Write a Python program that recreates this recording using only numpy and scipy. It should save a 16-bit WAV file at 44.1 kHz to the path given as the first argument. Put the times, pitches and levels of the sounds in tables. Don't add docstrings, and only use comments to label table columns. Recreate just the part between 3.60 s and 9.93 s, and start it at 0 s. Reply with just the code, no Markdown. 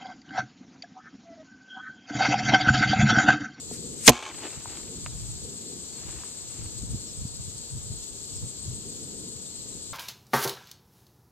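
import sys
import numpy as np
from scipy import signal
from scipy.fft import rfft, irfft, next_fast_len
from scipy.io import wavfile
from scipy.ndimage import minimum_filter1d, map_coordinates

SR = 44100
rng = np.random.default_rng(int(sys.argv[2]) if len(sys.argv) > 2 else 0)


def persist_wave(psi):
    counts = np.round(np.clip(psi, -1, 1) * 32767).astype(np.int16)
    wavfile.write(sys.argv[1], SR, np.atleast_2d(counts).T)


N = 279153
T = np.arange(N) / SR

# start_s [s], level_db [dB], centre_hz [Hz], spread_octaves [octaves each way], t60_s [s], push_db on the block [dB]
BLOW_STAGES = [(0.477, 4.5, 6000, 0.89, 0.015, -5.5), (0.479, 8, 2800, 1.2, 0.025, -18),
               (0.4814, 1.5, 1114, 1.67, 0.048, -8.5), (0.4878, -7, 601, 0.57, .035, -3.5),
               (0.492, 3, 5500, 1.2, 0.029, -21), (0.4945, -1.5, 850, 0.79, .014, -3)]
LANDING_S = BLOW_STAGES[0][0]
SWING_START_S = 0.497


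def undb(db):
    return 10 ** (np.asarray(db) / 20)


def unit(x):
    return x / np.sqrt(np.mean(x ** 2))


def colour(x, points):
    hz, db = np.transpose(points)
    size = next_fast_len(N + 4096)
    f = np.maximum(np.fft.rfftfreq(size, 1 / SR), 1)
    gain = undb(np.interp(np.log(f), np.log(hz), db))
    return irfft(rfft(x, size) * gain, size)[..., :N]


def pair(apart, size=N):
    mid, side = rng.standard_normal((2, size))
    return unit(np.array([mid + apart * side, mid - apart * side]))


def walk(rate):
    steps = rng.standard_normal(8192)
    return 1.2 * map_coordinates(steps, [T * rate], order=1, mode="wrap")


def add(out, s, sound):
    i = max(int(s * SR), 0)
    part = sound[..., :N - i]
    out[..., i:i + part.shape[-1]] += part


def fade(t60):
    return np.exp(-np.log(1000) * T[:SR // 4] / t60)


def ring(modes):
    out = np.zeros(SR // 4)
    for k, (hz, db, t60) in enumerate(modes):
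        out += (-1) ** k * undb(db) * fade(t60) * np.sin(2 * np.pi * hz * T[:SR // 4])
    return out


def burst(hz, octaves, t60, apart, snap=0):
    edges = np.clip(hz * 2 ** (np.array([-1, 1]) * octaves), 20, .45 * SR)
    band = signal.butter(3, edges, "bandpass", fs=SR, output="sos")
    noise = pair(apart, SR // 4)
    click = snap * signal.unit_impulse(SR // 4)
    crack = signal.sosfilt(band, noise * fade(t60) + click)
    return crack / signal.sosfilt(band, noise).std()


def swell(s, db, length_s):
    return undb(db) * np.exp(1 - np.hypot(1, 2 * (T - s) / length_s))


def swells(rows, rest_db):
    return np.sqrt(undb(rest_db) ** 2 + sum(swell(*row) ** 2 for row in rows))


def hiss(left_db=-54, right_db=-66):
    # pitch_hz [Hz], level_db [relative dB]
    hiss_spectrum = [(100, -5.5), (600, 0.5), (1200, -6.5), (2300, -16), (14000, -26.5)]
    return unit(colour(pair(apart=0.97), hiss_spectrum)) * undb([[left_db], [right_db]])


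def rumble(rumble_db=4.5, waver_db=1.0):
    # pitch_hz [Hz], level_db [relative dB]
    roar_spectrum = [(40, -8), (120, 0), (220, 2.5), (330, -2), (480, -1.5), (640, -28.5), (1100, -34),
                     (2000, -51.5), (4000, -65)]
    # peak_s [s], level_db [dB before rumble_db], length_s [s]
    roar_swells = [(0.25, -46, 0.26), (1.30, -46.5, 0.18), (1.88, -49, 0.12), (2.12, -49, 0.19),
                   (2.39, -53, 0.065), (3.28, -53, 0.46), (4.70, -54, 0.37), (5.30, -51, 0.17),
                   (5.60, -48.5, 0.27), (6.1, -54, 0.27)]
    level = swells(roar_swells, rest_db=-57.5) * undb(rumble_db + waver_db * walk(9))
    return unit(colour(pair(apart=0.45), roar_spectrum)) * level


def breeze(wind_db=-0.5, flutter_db=3.0, local_db=2, local_hz=135):
    # pitch_hz [Hz], level_db [relative dB]
    wind_spectrum = [(20, -12.5), (50, 3), (120, 5.5), (200, -6.5), (330, -21.5), (600, -30), (1500, -44.5)]
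    # peak_s [s], level_db [dB before wind_db and flutter], length_s [s]
    gusts = [(0.70, -48.5, .08), (0.985, -46, .025), (1.60, -40.5, 0.23), (2.51, -40.5, .09),
             (3.06, -43, 0.15), (3.23, -34.5, 0.029), (3.32, -34, 0.077), (3.63, -36, 0.084),
             (3.88, -46.5, 0.22), (4.16, -36, 0.033), (4.31, -41.5, 0.12), (4.75, -40.5, 0.045),
             (4.85, -37.5, 0.043), (5.10, -36.5, 0.062)]
    # centre_s [s], peak_db [dB before port scatter], pitch_hz [Hz]
    eddies = [(3.217, -27, 85), (3.236, -22, 130), (3.294, -28, 149), (3.321, -31, 100),
              (3.347, -30.5, 149), (3.62, -32, 126), (3.655, -24.5, 125)]
    shared = unit(colour(rng.standard_normal(N), wind_spectrum))
    low_pass = signal.butter(2, local_hz, fs=SR, output="sos")
    local = signal.sosfilt(low_pass, unit(colour(rng.standard_normal(N), wind_spectrum)))
    side = undb(local_db) * local * np.array([[1], [-1]])
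    calm_db = -54.5
    out = (shared + side) * swells(gusts, calm_db) * undb(wind_db + flutter_db * walk(25))
    for s, db, hz in eddies:
        turn = 2 * np.pi * hz * (T[:SR // 20] - 1 / 40)
        push_pull = turn * np.exp((1 - turn ** 2) / 2)
        port_gain = undb(db + 2 * rng.standard_normal((2, 1)))
        add(out, s - 1 / 40, port_gain * push_pull)
    return out


def chorus(chorus_db=-38.5, shimmer_db=0.77):
    # pitch_hz [Hz], level_db [relative dB]
    chorus_spectrum = [(1500, -33.5), (2300, -26), (3300, -15.5), (4400, -9.5), (5100, -12.5),
                       (6200, -15.5), (7100, -3), (7900, 1.5), (8450, -5), (9000, -15.5), (10500, -23.5),
                       (14000, -24)]
    # peak_s [s], level_db [dB against the steady chorus], length_s [s]
    chorus_surge = (4.73, -4.5, 0.56)
    surge = swells([chorus_surge], rest_db=0)
    band = unit(colour(pair(apart=0.62), chorus_spectrum))
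    return band * surge * undb(chorus_db + shimmer_db * walk(60))


def insects():
    # start_s [s], end_s [s], pitch_hz [Hz], wander_hz [Hz], chirp_rate [per s],
    # chirp_length_s [s], level_db [dB before wavering]
    singers = [(0.06, 6.4, 8130, 45, 7.55, .018, -40.5), (-0.02, 6.4, 8360, 45, 6.87, .018, -42),
               (0.8, 6.4, 8680, 40, 29, .012, -51), (1.3, 3.9, 5650, 450, 12, .025, -55),
               (0, 6.4, 4450, 150, 3.1, .13, -52.5)]
    out = np.zeros(N)
    for start, end, hz, wander, rate, length, db in singers:
        stroke_s = ((rate * (T - start) + .04 * walk(3)) % 1 - .5) / rate
        chirps = np.exp(-2 * (stroke_s / length) ** 2) * (T > start) * (T < end)
        phase = 2 * np.pi * np.cumsum(hz + wander * walk(600)) / SR
        out += undb(db + 2 * walk(2.017)) * chirps * np.sin(phase) * 2 ** .5
    return out


def birds():
    # start_s [s], length_s [s], top_hz [Hz before waver], end_hz [Hz before waver],
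    # level_db [dB before wavering]
    notes = [(1.49, .05, 3900, 3300, -53), (2.02, .05, 4000, 3400, -55), (2.28, .11, 4600, 4200, -52),
             (3.03, .08, 4550, 4200, -53), (3.46, .08, 5600, 4750, -50), (3.65, .07, 4750, 4450, -53),
             (3.96, .035, 4850, 4500, -51), (4.73, .08, 5650, 4600, -52), (5.845, .035, 3850, 3450, -51),
             (5.99, .028, 4400, 3650, -49), (6.12, .03, 4100, 3650, -51), (6.245, .03, 4100, 3700, -50)]
    out, waver_hz = np.zeros(N), 40 * walk(500)
    crest = .2
    for s, length, top_hz, end_hz, db in notes:
        u = np.linspace(0, 1, int(length * SR))
        glide = np.abs(u - crest) / (1 - crest)
        hz = top_hz + (end_hz - top_hz) * glide + waver_hz[T >= s][:len(u)]
        envelope = np.sqrt(np.abs(np.sin(np.pi * u)))
        add(out, s, undb(db) * envelope * np.sin(2 * np.pi * np.cumsum(hz) / SR))
    return out * undb(2 * walk(150))


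def from_left(left, right, lag_s=.000102):
    return np.array([left, np.interp(T - lag_s, T, right)])


def ticks(snap=9):
    # start_s [s], peak_db [dB], centre_hz [Hz], spread_octaves [octaves each way], t60_s [s]
    knocks = [(0.111, -33.5, 420, 0.87, 0.027), (0.468, -5.5, 8700, 0.38, 0.002),
              (0.654, -18, 2000, 0.54, .02), (0.713, -26, 1400, 0.81, 0.021),
              (0.746, -28, 1490, 1.2, 0.022), (0.905, -31, 2600, 0.78, 0.018),
              (1.057, -27, 890, 0.6, 0.021), (1.097, -35, 2200, 0.9, .02), (1.172, -30, 2000, 1.2, .015),
              (1.232, -35, 2380, 1.1, 0.022), (1.462, -21.5, 1210, 1.3, 0.01),
              (1.4652, -34, 1600, 0.82, 0.034), (2.491, -38, 1195, 1.1, 0.024),
              (2.635, -33, 1140, 0.63, 0.021), (3.062, -40, 1700, 0.95, 0.028)]
    out = np.zeros((2, N))
    for s, db, hz, octaves, t60 in knocks:
        tick = burst(hz, octaves, t60, apart=.25, snap=snap)
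        add(out, s, undb(db) * tick / np.abs(tick).max())
    return out


def cover(grain_db=2.5, rest_db=-56, settle_db_per_s=4):
    # pitch_hz [Hz], level_db [relative dB]
    crinkle_spectrum = [(100, -24), (230, -1), (330, 6.5), (550, -5), (1000, -6.5), (1900, -8.5),
                        (2800, -6), (4500, -16), (8000, -30.5), (14000, -35.5)]
    # peak_s [s], level_db [dB], length_s [s]
    creases = [(0.703, -40.5, 0.098), (0.85, -36, 0.042), (0.948, -46, 0.11), (1.14, -45.5, 0.093),
               (2.544, -49, 0.22), (2.98, -53.5, 0.19)]
    age = np.maximum(T - LANDING_S, 0)
    creasing = swells(creases, rest_db - settle_db_per_s * age) * (age > 0)
    grains = pair(apart=.3) * undb(grain_db * walk(350))
    return unit(colour(grains, crinkle_spectrum)) * creasing


def swing(swing_db=-28.5, kick_db=6, kick_s=.03, sag_db_per_s=9, grip_s=0.69, grip_db_per_s=600):
    age = np.maximum(T - SWING_START_S, 0)
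    gripped = np.maximum(T - grip_s, 0)
    return undb(swing_db + kick_db * np.exp(-age / kick_s) - sag_db_per_s * age - grip_db_per_s * gripped)


def shaft(swing_hz=88, jitter=0.12, scatter_db=3, ring_db=-4, rattle_db=-2):
    # pitch_hz [Hz], level_db [relative dB], t60_s [s]
    shaft_modes = [(385, -12.5, .4), (721, -9.5, .06), (889, 1.5, .06), (1060, 3.5, .04), (1690, -5.5, .03),
                   (2207, 1.5, 0.021), (2700, -1, 0.0082), (2970, -6, .025), (3671, -6, .025)]
    # pitch_hz [Hz], level_db [relative dB]
    rattle_spectrum = [(200, -13), (500, 1.5), (1000, -1.5), (1500, -3.5), (2700, -1), (4400, -4.5),
                       (5300, -11), (6700, -6.5), (9000, -16), (12000, -30)]
    chance = rng.standard_normal((40, 2))
    taps = np.zeros(N)
    times = SWING_START_S + np.cumsum(np.abs(1 + jitter * chance[:, 0])) / swing_hz
    taps[(times * SR).astype(int)] = undb(scatter_db * chance[:, 1])
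    chatter = signal.fftconvolve(taps, fade(t60=0.065))[:N] * pair(apart=0.087)
    buzz = signal.fftconvolve(chatter, ring(shaft_modes)[None])[:, :N]
    rattle = colour(chatter, rattle_spectrum)
    moving = (T > times[0]) & (T < times[-1])
    buzz = undb(ring_db) * buzz / buzz[:, moving].std()
    rattle = undb(rattle_db) * rattle / rattle[:, moving].std()
    return (buzz + rattle) * swing()


def flight(falloff=1.35, flutter_db=0.5):
    # pitch_hz [Hz], level_db [relative dB]
    vane_spectrum = [(300, -32), (1000, -23), (2400, -13), (3200, -18), (4600, -13.5), (7000, -9),
                     (8400, 2), (10000, -10), (12000, -18), (14000, -21)]
    release_s, swish_db, swish_length_s = 0.14, -39.5, 0.038
    passes_s, speed_m_s, miss_m, pass_db = 0.471, 70, .33, -12
    distance_m = np.hypot(speed_m_s * (T - passes_s), miss_m)
    flying = (T > release_s) & (T < LANDING_S)
    passing = undb(pass_db) * (miss_m / distance_m) ** falloff * flying
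    gain = passing + swell(release_s, swish_db, swish_length_s)
    return unit(colour(pair(apart=0.41), vane_spectrum)) * gain * undb(flutter_db * walk(250))


def impact(right_db=1, boom_db=2):
    # pitch_hz [Hz], level_db [relative dB], t60_s [s]
    block_modes = [(62, -16.5, 0.15), (124.2, -10.5, .09), (241, -2, .12), (288, -12.5, 0.061),
                   (352, -12.5, 0.13), (462, -5.5, 0.037), (637, -7.5, 0.037), (727, -11.5, 0.09),
                   (834, -3.5, 0.037), (1015, -6.5, 0.041)]
    out, boom = np.zeros((2, N)), undb(boom_db) * ring(block_modes)
    for s, db, hz, octaves, t60, push_db in BLOW_STAGES:
        crack = undb(db) * burst(hz, octaves, t60, apart=.35)
        add(out, s, crack + undb(push_db) * boom)
    return out * undb([[-right_db], [right_db]])


def scene():
    shot = flight() + impact() + shaft() + cover() + ticks()
    meadow = from_left(*(chorus() + insects())) + birds()
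    return shot + meadow + breeze() + rumble() + hiss()


def gain_control(x, threshold_db=-8, depth_db=9, hold_s=0.16, release_db_per_s=100, attack_s=0.034):
    peak_db = 20 * np.log10(np.abs(x).max(axis=0) + 1e-9)
    over = np.clip(peak_db - threshold_db, 0, depth_db)
    size = int(hold_s * SR)
    held = -minimum_filter1d(-over, size, origin=(size - 1) // 2, mode="constant")
    cut = np.maximum.accumulate(held + release_db_per_s * T) - release_db_per_s * T
    pole = np.exp(-1 / (attack_s * SR))
    return x * undb(-signal.lfilter([1 - pole], [1, -pole], cut))


def record(dry, low_cut_hz=25, top_hz=14200):
    # pitch_hz [Hz], level_db [dB]
    right_port = [(100, -0.5), (2300, -1.5), (5000, -1.5), (6500, 5.5), (7200, 0.5), (7900, -12),
                  (8400, -15), (9200, -27.5), (11000, -10.5), (14000, -11.5)]
    ports = np.array([dry[0], colour(dry[1], right_port)])
    ports = signal.sosfilt(signal.butter(1, low_cut_hz, "high", fs=SR, output="sos"), ports)
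    clipped = np.clip(gain_control(ports), -.92, .92)
    return signal.sosfilt(signal.ellip(12, .1, 100, top_hz, fs=SR, output="sos"), clipped)


dry = scene()
out = record(dry)
persist_wave(out)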